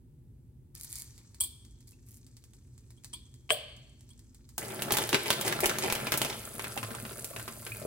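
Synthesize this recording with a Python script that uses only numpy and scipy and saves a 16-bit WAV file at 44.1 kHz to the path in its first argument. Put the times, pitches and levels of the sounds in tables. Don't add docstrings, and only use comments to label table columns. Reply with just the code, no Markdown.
import sys
import numpy as np
from scipy import signal
from scipy.fft import rfft, irfft, next_fast_len
from scipy.io import wavfile
from scipy.ndimage import uniform_filter1d

SR = 44100
rng = np.random.default_rng(int(sys.argv[2]) if len(sys.argv) > 2 else 0)


def wav_record(signal):
    frames = np.transpose(np.atleast_2d(signal))
    bounded = np.clip(frames, -1, 1)
    quanta = np.round(bounded * 32767).astype(np.int16)
    wavfile.write(sys.argv[1], SR, quanta)


N = 346626
TIME_S = np.arange(N) / SR
BOIL_START_S = 4.579

# start_s, length_s, level_db
OIL_SPURTS = [(0.746, .11, -51), (0.889, .015, -48.5), (0.915, .105, -46.5), (1.87, 0.021, -53.5)]
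# start_s, peak_db
OIL_SPITS = [(.752, -31), (0.8111, -27.5), (0.8456, -30.5), (0.928, -24), (0.9586, -28.5), (0.9866, -30),
             (1.0209, -27.5)]


def amp(db):
    return 10 ** (np.asarray(db) / 20)


def unit(x):
    return x / np.sqrt(np.mean(x ** 2) + 1e-20)


def along(points, hz):
    freqs_hz, values = np.transpose(points)
    return np.interp(np.log(hz + 1), np.log(freqs_hz + 1), values)


def during(start_s, stop_s, fade_s):
    return (TIME_S >= start_s) * np.exp(-np.maximum(TIME_S - stop_s, 0) / fade_s)


def swells(rows, attack_s, release_s):
    return sum(amp(db) * np.clip((TIME_S - s) / attack_s, 0, 1) * during(s, s + length_s, release_s)
               for s, length_s, db in rows)


def filtered(x, response):
    n = x.shape[-1]
    padded = next_fast_len(n + 2048)
    return irfft(rfft(x, padded) * response(np.fft.rfftfreq(padded, 1 / SR)), padded)[..., :n]


def toned(x, tone):
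    return unit(filtered(x, lambda hz: amp(along(tone, hz))))


def noise(size=N):
    return rng.standard_normal((2, size))


def band(centre_hz, width_hz, size=N):
    return unit(filtered(noise(size), lambda hz: 1 / (1 + (2 * (hz - centre_hz) / width_hz) ** 2)))


def with_energy(x, envelope):
    return x * np.linalg.norm(envelope) / np.linalg.norm(x, axis=1, keepdims=True)


def add(track, start_s, sound):
    part = track[:, round(start_s * SR):][:, :sound.shape[-1]]
    part += sound[..., :part.shape[-1]]


def grains(per_s, low_hz, high_hz, cycles, spread_db, rise=0):
    when, pitch, luck, place = rng.random((int(per_s * N / SR), 4)).T
    hz = low_hz * (high_hz / low_hz) ** pitch
    size = hz * amp(-spread_db * np.log(.01 + .99 * luck))
    life = (cycles * SR / hz).astype(int) + 2
    grain = np.repeat(np.arange(len(hz)), life)
    offset = np.arange(len(grain)) - (np.cumsum(life) - life)[grain]
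    age = offset * hz[grain] / SR / cycles
    phase = 2 * np.pi * cycles * age * (1 + rise * age / 2)
    waves = size[grain] * amp(-40 * age) * np.sin(phase)
    index = (when * N).astype(int)[grain] + offset
    sideways = np.sqrt(12) * (place[grain] - .5)
    return np.array([np.bincount(index, waves * weight, N)[:N] for weight in (1, sideways)])


def scatter(x, t60_s, wet_db):
    t = np.arange(SR // 10) / SR
    tail = noise(len(t)) * amp(-60 * t / t60_s)
    return x + amp(wet_db) * signal.fftconvolve(x[:1], tail / np.linalg.norm(tail[0]), axes=1)[:, :N]


def rumble():
    # freq_hz, gain_db
    rumble_tone = [(13, -53.5), (22, -36.5), (48, -0.5), (96, -2), (124, 1.5), (163, -16.5), (255, -10.5),
                   (283, -18.5), (350, -18.5), (383, -22), (800, -47.5), (1040, -76), (1760, -120)]
    hiss_tone = [(410, -48.5), (700, -12.5), (841, -2), (1060, -10.5), (5760, -18), (9110, -12),
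                 (16000, -14.5)]
    churn = amp(-61.5) * during(0, OIL_SPURTS[0][0], fade_s=.35) * band(140, 30)
    collapses = amp(np.where(TIME_S < BOIL_START_S, -55, -54.5)) * toned(noise(), rumble_tone)
    return collapses + churn + amp(-81.5) * toned(noise(), hiss_tone)


def sizzle():
    # freq_hz, gain_db
    sizzle_tone = [(410, -31.5), (700, -15.5), (863, -1.5), (1180, -9.5), (1560, -6.5), (2370, -11),
                   (3280, -11), (4320, -6.5), (7690, 1.5), (16000, -21)]
    rest_db, flare_db, settle_db_per_s = -75, -61.5, 35
    specks = scatter(grains(600, 900, 14000, cycles=4.4, spread_db=4.4), t60_s=.05, wet_db=0)
    texture = toned(unit(specks) + .7 * noise(), sizzle_tone)
    settling_s = np.maximum(TIME_S - OIL_SPITS[-1][0], 0)
    level = np.hypot(amp(rest_db), amp(flare_db - settle_db_per_s * settling_s))
    return level * during(OIL_SPURTS[0][0], BOIL_START_S, fade_s=.0091) * texture


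def tick(tone, t60_s, tail_db, tail_t60_s):
    t = np.arange(SR // 12) / SR
    envelope = amp(-60 * t / t60_s) + amp(tail_db - 60 * t / tail_t60_s)
    burst = toned(noise(len(t)) * envelope, tone)
    return burst / np.abs(burst[0]).max()


def oil_and_salt():
    # freq_hz, gain_db
    oil_tone = [(410, -61), (700, -30), (934, -18), (1330, -25), (2220, -10.5), (2700, -24), (4610, -1.5),
                (5690, -6), (7990, 4), (13500, 0.5), (16000, -5)]
    salt_tone = [(700, -20), (2000, -15), (3200, -15), (5000, -7), (8000, 3), (14000, 4.5), (16000, -0.5)]
    # start_s, length_s, level_db
    pinch = [(2.05, .115, -57.5)]
    crackle = scatter(grains(800, 900, 16000, cycles=1.9, spread_db=4.2), t60_s=.081, wet_db=-1.6)
    out = swells(OIL_SPURTS, attack_s=.0062, release_s=.014) * toned(crackle, oil_tone)
    out += swells(pinch, attack_s=.038, release_s=.017) * toned(crackle, salt_tone)
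    for start_s, db in OIL_SPITS:
        add(out, start_s, amp(db) * tick(oil_tone, t60_s=.0034, tail_db=-19.5, tail_t60_s=.03))
    return out


def simmer_ticks():
    # start_s, peak_db
    bursts = [(1.1792, -41.5), (1.3453, -43), (1.65, -45.5), (1.8061, -48), (1.9201, -51), (2.266, -44),
              (2.368, -45), (2.4398, -43), (2.5353, -44), (2.7788, -47), (2.9055, -44), (3.037, -43.5),
              (3.0457, -28), (3.341, -44.5), (3.7653, -46), (4.0082, -44.5), (4.0915, -42.5),
              (4.1928, -45.5), (4.346, -44), (4.4905, -44.5)]
    # freq_hz, gain_db
    tick_tone = [(500, -15.5), (950, -4), (1400, -9.5), (2000, -3), (2900, -9.5), (4500, 0.5), (6000, -3),
                 (8000, 4), (12000, -7), (16000, -7)]
    out = np.zeros((2, N))
    for start_s, db in bursts:
        add(out, start_s, amp(db) * tick(tick_tone, t60_s=.0038, tail_db=-9.5, tail_t60_s=.11))
    return out


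def strike(modes, crack_db, crack_hz, crack_t60_s):
    t = np.arange(SR * 3 // 4) / SR
    out = band(crack_hz, crack_hz * .28, len(t)) * amp(crack_db - 60 * t / crack_t60_s)
    for hz, width_hz, db, t60_s in modes:
        envelope = amp(-60 * t / t60_s) * (1 - np.exp(-t / .0013))
        out += amp(db) * with_energy(band(hz, width_hz, len(t)) * envelope, envelope)
    return out


def jar():
    # start_s, ring_db, knock_db, hardness_hz
    contacts = [(1.4029, -40.5, -83, 14000), (1.4067, -29.5, -77, 15000), (1.437, -37.5, -78, 14000),
                (2.974, -57, -89.5, 3000), (3.131, -43.5, -88.5, 4230), (3.1351, -34.5, -87.5, 4400),
                (3.493, -52, -44, 3500), (3.4986, -35.5, -43, 3500), (3.5049, -31.5, -21.5, 6500),
                (3.52, -35.5, -64, 20000), (4.104, -53.5, -87, 4500)]
    # freq_hz, width_hz, level_db, t60_s
    jar_modes = [(1030, 200, -22.5, 0.12), (2370, 140, -26, 0.16), (3285, 240, -3, 0.055),
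                 (3430, 520, -23.5, 0.35), (4470, 1200, -19, 0.25), (7660, 600, -6, 0.12),
                 (8670, 360, 6, 0.066), (9200, 800, -6, 0.16), (9100, 900, -18, 0.17),
                 (10800, 1800, -2.5, 0.09), (12420, 250, -11, 0.16), (13200, 80, -7, 0.1),
                 (15000, 1100, -2.5, .13)]
    counter_modes = [(464, 110, -4.5, 0.083), (602, 32, -3, 0.13), (580, 180, -21.5, 0.71),
                     (716, 32, -13.5, 0.15), (1240, 320, -4.5, 0.031), (1735, 260, -7.5, 0.055),
                     (2400, 300, -14.5, 0.066), (3170, 350, -4, 0.075), (3120, 750, -21, 0.66),
                     (4400, 600, -34.5, 1)]
    ring = strike(jar_modes, crack_db=11.5, crack_hz=9020, crack_t60_s=.0095)
    knock = strike(counter_modes, crack_db=8.5, crack_hz=2600, crack_t60_s=.005)
    knock = filtered(knock, lambda hz: (1j * hz / (330 + 1j * hz)) ** 3)
    out = np.zeros((2, N))
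    for start_s, ring_db, knock_db, hardness_hz in contacts:
        clink = filtered(ring, lambda hz: 1 / (1 + 1.4j * hz / hardness_hz - (hz / hardness_hz) ** 2))
        add(out, start_s, amp(ring_db) * clink + amp(knock_db) * knock)
    return scatter(out, t60_s=.089, wet_db=-13.5)


def plops():
    # start_s, pitch_hz, level_db
    bubbles = [(1.932, 2600, -68), (6.766, 780, -36), (6.943, 1230, -45), (7.03, 212, -42),
               (7.335, 1113, -49), (7.719, 2415, -39), (7.827, 390, -47), (7.851, 417, -37.5)]
    t60_s, attack_s = .06, .00022
    t = np.arange(SR // 10) / SR
    out = np.zeros((2, N))
    for start_s, hz, db in bubbles:
        envelope = amp(db - 60 * t / t60_s) * (1 - np.exp(-t / attack_s))
        chirp = np.sin(2 * np.pi * hz * t * (1 + 1.7 * t))
        add(out, start_s, envelope * (1.9 * chirp + .5 * band(hz, hz / 4, len(t))))
    return out


def pan_air(x):
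    # freq_hz, width_hz, gain_db
    modes = [(222, 37, -2), (390, 37, -7), (596, 40, -15.5), (835, 31, -6), (1049, 34, -2), (1206, 23, -3),
             (1380, 18, -1), (1552, 35, -1.5), (2050, 17, -16)]
    return filtered(x, lambda hz: 1 + sum(
        amp(db) * 1j * hz * width_hz / (mode_hz ** 2 - hz ** 2 + 1j * hz * width_hz)
        for mode_hz, width_hz, db in modes))


def rolling_boil():
    # time_s, level_db
    contour = [(4.62, -46), (4.88, -41.5), (5.21, -48), (5.55, -39), (6.2, -44), (6.42, -50), (6.95, -48),
               (7.62, -53), (7.86, -46)]
    # freq_hz, gain_db
    bubble_tone = [(76, -30), (130, 4), (229, -3), (275, -9), (391, -1), (645, -5.5), (724, -9.5),
                   (946, -14), (1190, -11.5), (7000, -22.5), (9100, -48), (15400, -120)]
    fizz_tone = [(2650, -29.5), (4500, -4.5), (5650, -11.5), (8200, -0.5), (10100, 1), (14900, -4),
                 (16000, 0)]
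    level = amp(np.interp(TIME_S, *np.transpose(contour)))
    bubbles = grains(500, 213, 5640, cycles=5.9, spread_db=4.05, rise=.066)
    bubbles = unit(scatter(bubbles, t60_s=.072, wet_db=-.15)) + .5 * noise()
    spray = grains(800, 5900, 15000, cycles=7, spread_db=4.54)
    spray = unit(scatter(spray, t60_s=.03, wet_db=-8.5)) + .75 * noise()
    return level * unit(pan_air(toned(bubbles, bubble_tone))) + amp(-48) * toned(spray, fizz_tone)


def steam_throb():
    # start_s, length_s, level_db
    bouts = [(6.34, 0.0676, -59), (6.66, .27, -45.5), (7.34, 0.084, -48), (7.69, 0.037, -42)]
    pulse = band(centre_hz=114, width_hz=8.5)
    pulse /= np.sqrt(np.abs(uniform_filter1d(pulse ** 2, SR // 20)) + .29)
    return np.hypot(amp(-56.5), swells(bouts, attack_s=.044, release_s=.03)) * pulse


def snap(tone, ring_hz, tail_db, tail_t60_s):
    def coloured(x):
        return toned(filtered(x, lambda hz: 1 + 1.44 / (1 + 2j * (hz - ring_hz) / 350)), tone)

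    t = np.arange(SR // 8) / SR
    burst = noise(len(t)) * amp(-60 * t / .0011)
    push = np.roll(burst + 4 * (t == 0), 24, axis=1)
    crack = coloured(filtered(push, lambda hz: 1j))
    rattle = coloured(noise(len(t)) * amp(-60 * t / tail_t60_s) * (1 - np.exp(-t / .0004)))
    return crack / np.abs(crack[0]).max() + amp(tail_db) * rattle


def thud(attack_s, release_s):
    # freq_hz, width_hz, level_db
    modes = [(139, 78, -6), (374, 84, -3)]
    t = np.arange(SR // 10) / SR
    envelope = np.minimum(t / attack_s, np.exp((attack_s - t) / release_s))
    out = np.zeros((2, len(t)))
    for mode_hz, width_hz, db in modes:
        ring = band(mode_hz, width_hz, len(t)) * envelope
        ring = filtered(ring, lambda hz: (1j * hz / (60 + 1j * hz)) ** 3)
        out += amp(db) * with_energy(ring, envelope)
    return out


def pasta():
    # start_s, length_s, slide_db, thud_db
    shakes = [(4.897, 0.12, -36, -45), (5.121, .022, -34, -25), (5.253, 0.03, -34.5, -44),
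              (5.442, 0.033, -32, -39), (5.625, .024, -28.5, -40), (5.818, .04, -31, -32.5),
              (6.112, .033, -43, -36), (6.203, 0.029, -39.5, -55)]
    # start_s, clack_db, crinkle_db
    hits = [(4.5804, -27, -14.5), (4.821, -22, -15), (4.907, -16.5, -29), (4.9216, -23.5, -5.5),
            (4.9379, -19, -23), (4.9696, -19, -9.5), (4.985, -19, -18.5), (5.0913, -23, -16.5),
            (5.1293, -13.5, -25), (5.1448, -9.5, -20.5), (5.259, -26, -33), (5.3038, -9.5, -10.5),
            (5.3284, -21, -19.5), (5.4115, -22.5, -14.5), (5.4647, -32, -19), (5.4794, -19, -17.5),
            (5.5252, -18, -22), (5.6046, -27.5, -12.5), (5.6406, -27, -23.5), (5.6579, -16.5, -6.5),
            (5.6952, -16.5, -19), (5.7851, -21.5, -16), (5.8387, -27.5, -23.5), (5.9002, -18, -28.5),
            (5.924, -18.5, -11.5), (5.9516, -21.5, -19), (6.0694, -20, -26), (6.1202, -14, -12.5),
            (6.1397, -17.5, -20.5), (6.1748, -29, -9), (6.2166, -16, -12.5), (6.248, -20.5, -20),
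            (6.3, -24.5, -33), (6.3277, -27.5, -37.5), (7.2444, -37.5, -18)]
    # freq_hz, gain_db
    slide_tone = [(45, -32.5), (115, 0), (230, -7.5), (380, 3.5), (500, -4.5), (820, -2.5), (1300, -14.5),
                  (2000, -5), (4000, -15), (6000, -16), (11600, -13.5), (16000, -30.5)]
    clack_tone = [(60, -19), (160, -6), (500, 3), (1300, -0.5), (2200, 0), (3600, -1), (6000, -6),
                  (9000, -10), (16000, -24)]
    crinkle_tone = [(200, 0), (1500, -31.5), (4000, -10), (6000, -7.5), (9000, -1), (16000, -3.5)]
    thud_attack_s = .01425
    sliding = scatter(grains(800, 219, 15100, cycles=5, spread_db=3.86), t60_s=.11, wet_db=-.6)
    held = amp(-47) * during(BOIL_START_S, 6.3, fade_s=.05)
    shaken = swells([row[:3] for row in shakes], attack_s=.0096, release_s=.034)
    out = np.hypot(held, shaken) * toned(sliding, slide_tone)
    for start_s, length_s, _, thud_db in shakes:
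        add(out, start_s + length_s - thud_attack_s, amp(thud_db) * thud(thud_attack_s, release_s=.013))
    for start_s, clack_db, crinkle_db in hits:
        piece_hz = 2400 * np.exp(.5 * rng.standard_normal())
        clack = snap(clack_tone, piece_hz, tail_db=-26.5, tail_t60_s=.09)
        crinkle = snap(crinkle_tone, piece_hz, tail_db=-29.5, tail_t60_s=.077)
        add(out, start_s, amp(clack_db) * clack + amp(crinkle_db) * crinkle)
    return pan_air(out)


def steam_pops():
    # start_s, level_db, ring_hz
    bursts = [(6.5945, -23.5, 2400), (6.6425, -23.5, 2420), (6.67, -31.5, 1420), (6.7754, -20.5, 2800),
              (6.8295, -23, 1150), (6.9056, -30.5, 1750), (6.9496, -29, 900), (7.0516, -30, 1130),
              (7.1095, -34, 1340), (7.3627, -26.5, 2600), (7.3964, -29.5, 1450), (7.4786, -26, 1190),
              (7.6651, -26.5, 2400)]
    # freq_hz, gain_db
    pop_tone = [(100, -9), (300, 7.5), (900, 0), (2000, 1.5), (4000, -3.5), (6500, -8.5), (10000, -5),
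                (16000, -17)]
    out = np.zeros((2, N))
    for start_s, db, ring_hz in bursts:
        add(out, start_s, amp(db) * snap(pop_tone, ring_hz, tail_db=-25.5, tail_t60_s=.09))
    return pan_air(out)


def kitchen(x):
    # freq_hz, t60_s
    decay = [(200, 0.54), (1000, 0.79), (4000, 0.93), (9000, 0.49), (16000, 0.34)]
    hz, t, spectra = signal.stft(noise(SR * 3 // 4), SR, nperseg=256)
    _, tail = signal.istft(spectra * amp(-60 * t / along(decay, hz)[:, None]), SR, nperseg=256)
    delayed = np.pad(x[:1], ((0, 0), (SR // 200, 0)))
    return signal.fftconvolve(delayed, tail / np.linalg.norm(tail[0]), axes=1)[:, :N]


def stereo(x):
    # freq_hz, share
    lean = [(100, 0), (400, -.08), (800, -.35), (1900, 0), (3500, -.6), (4500, -.4), (7000, -.9),
            (10000, -.45), (12000, -.03)]
    # freq_hz, gain_db
    spread = [(60, -18), (200, -11), (380, -10), (750, -3), (2400, -1), (6000, 0), (8000, -8), (11000, -12),
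              (13000, -23)]
    # freq_hz, left_minus_right_db
    balance = [(150, -0.5), (400, 1.5), (850, -2.5), (1500, -1), (5000, 1.5), (7000, 0)]
    side = filtered(x[0], lambda hz: 1j * along(lean, hz))
    side += filtered(x[1], lambda hz: 1j * amp(along(spread, hz)))
    left_right = np.array([x[0] + side, x[0] - side])
    return filtered(left_right, lambda hz: amp(np.outer([.5, -.5], along(balance, hz))))


def scene():
    water = sizzle() + oil_and_salt() + simmer_ticks()
    water += during(BOIL_START_S, N / SR, fade_s=.01) * (rolling_boil() + steam_throb())
    water += plops() + steam_pops()
    knocks, packet = jar(), pasta()
    room = kitchen(amp(-12.5) * water + amp(-16.5) * knocks + amp(-11) * packet)
    return stereo(water + packet + room + rumble()) + stereo(knocks) * amp([[.5], [-.5]])


def record(dry):
    return filtered(dry, lambda hz: hz < 15850)


dry = scene()
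out = record(dry)
wav_record(out)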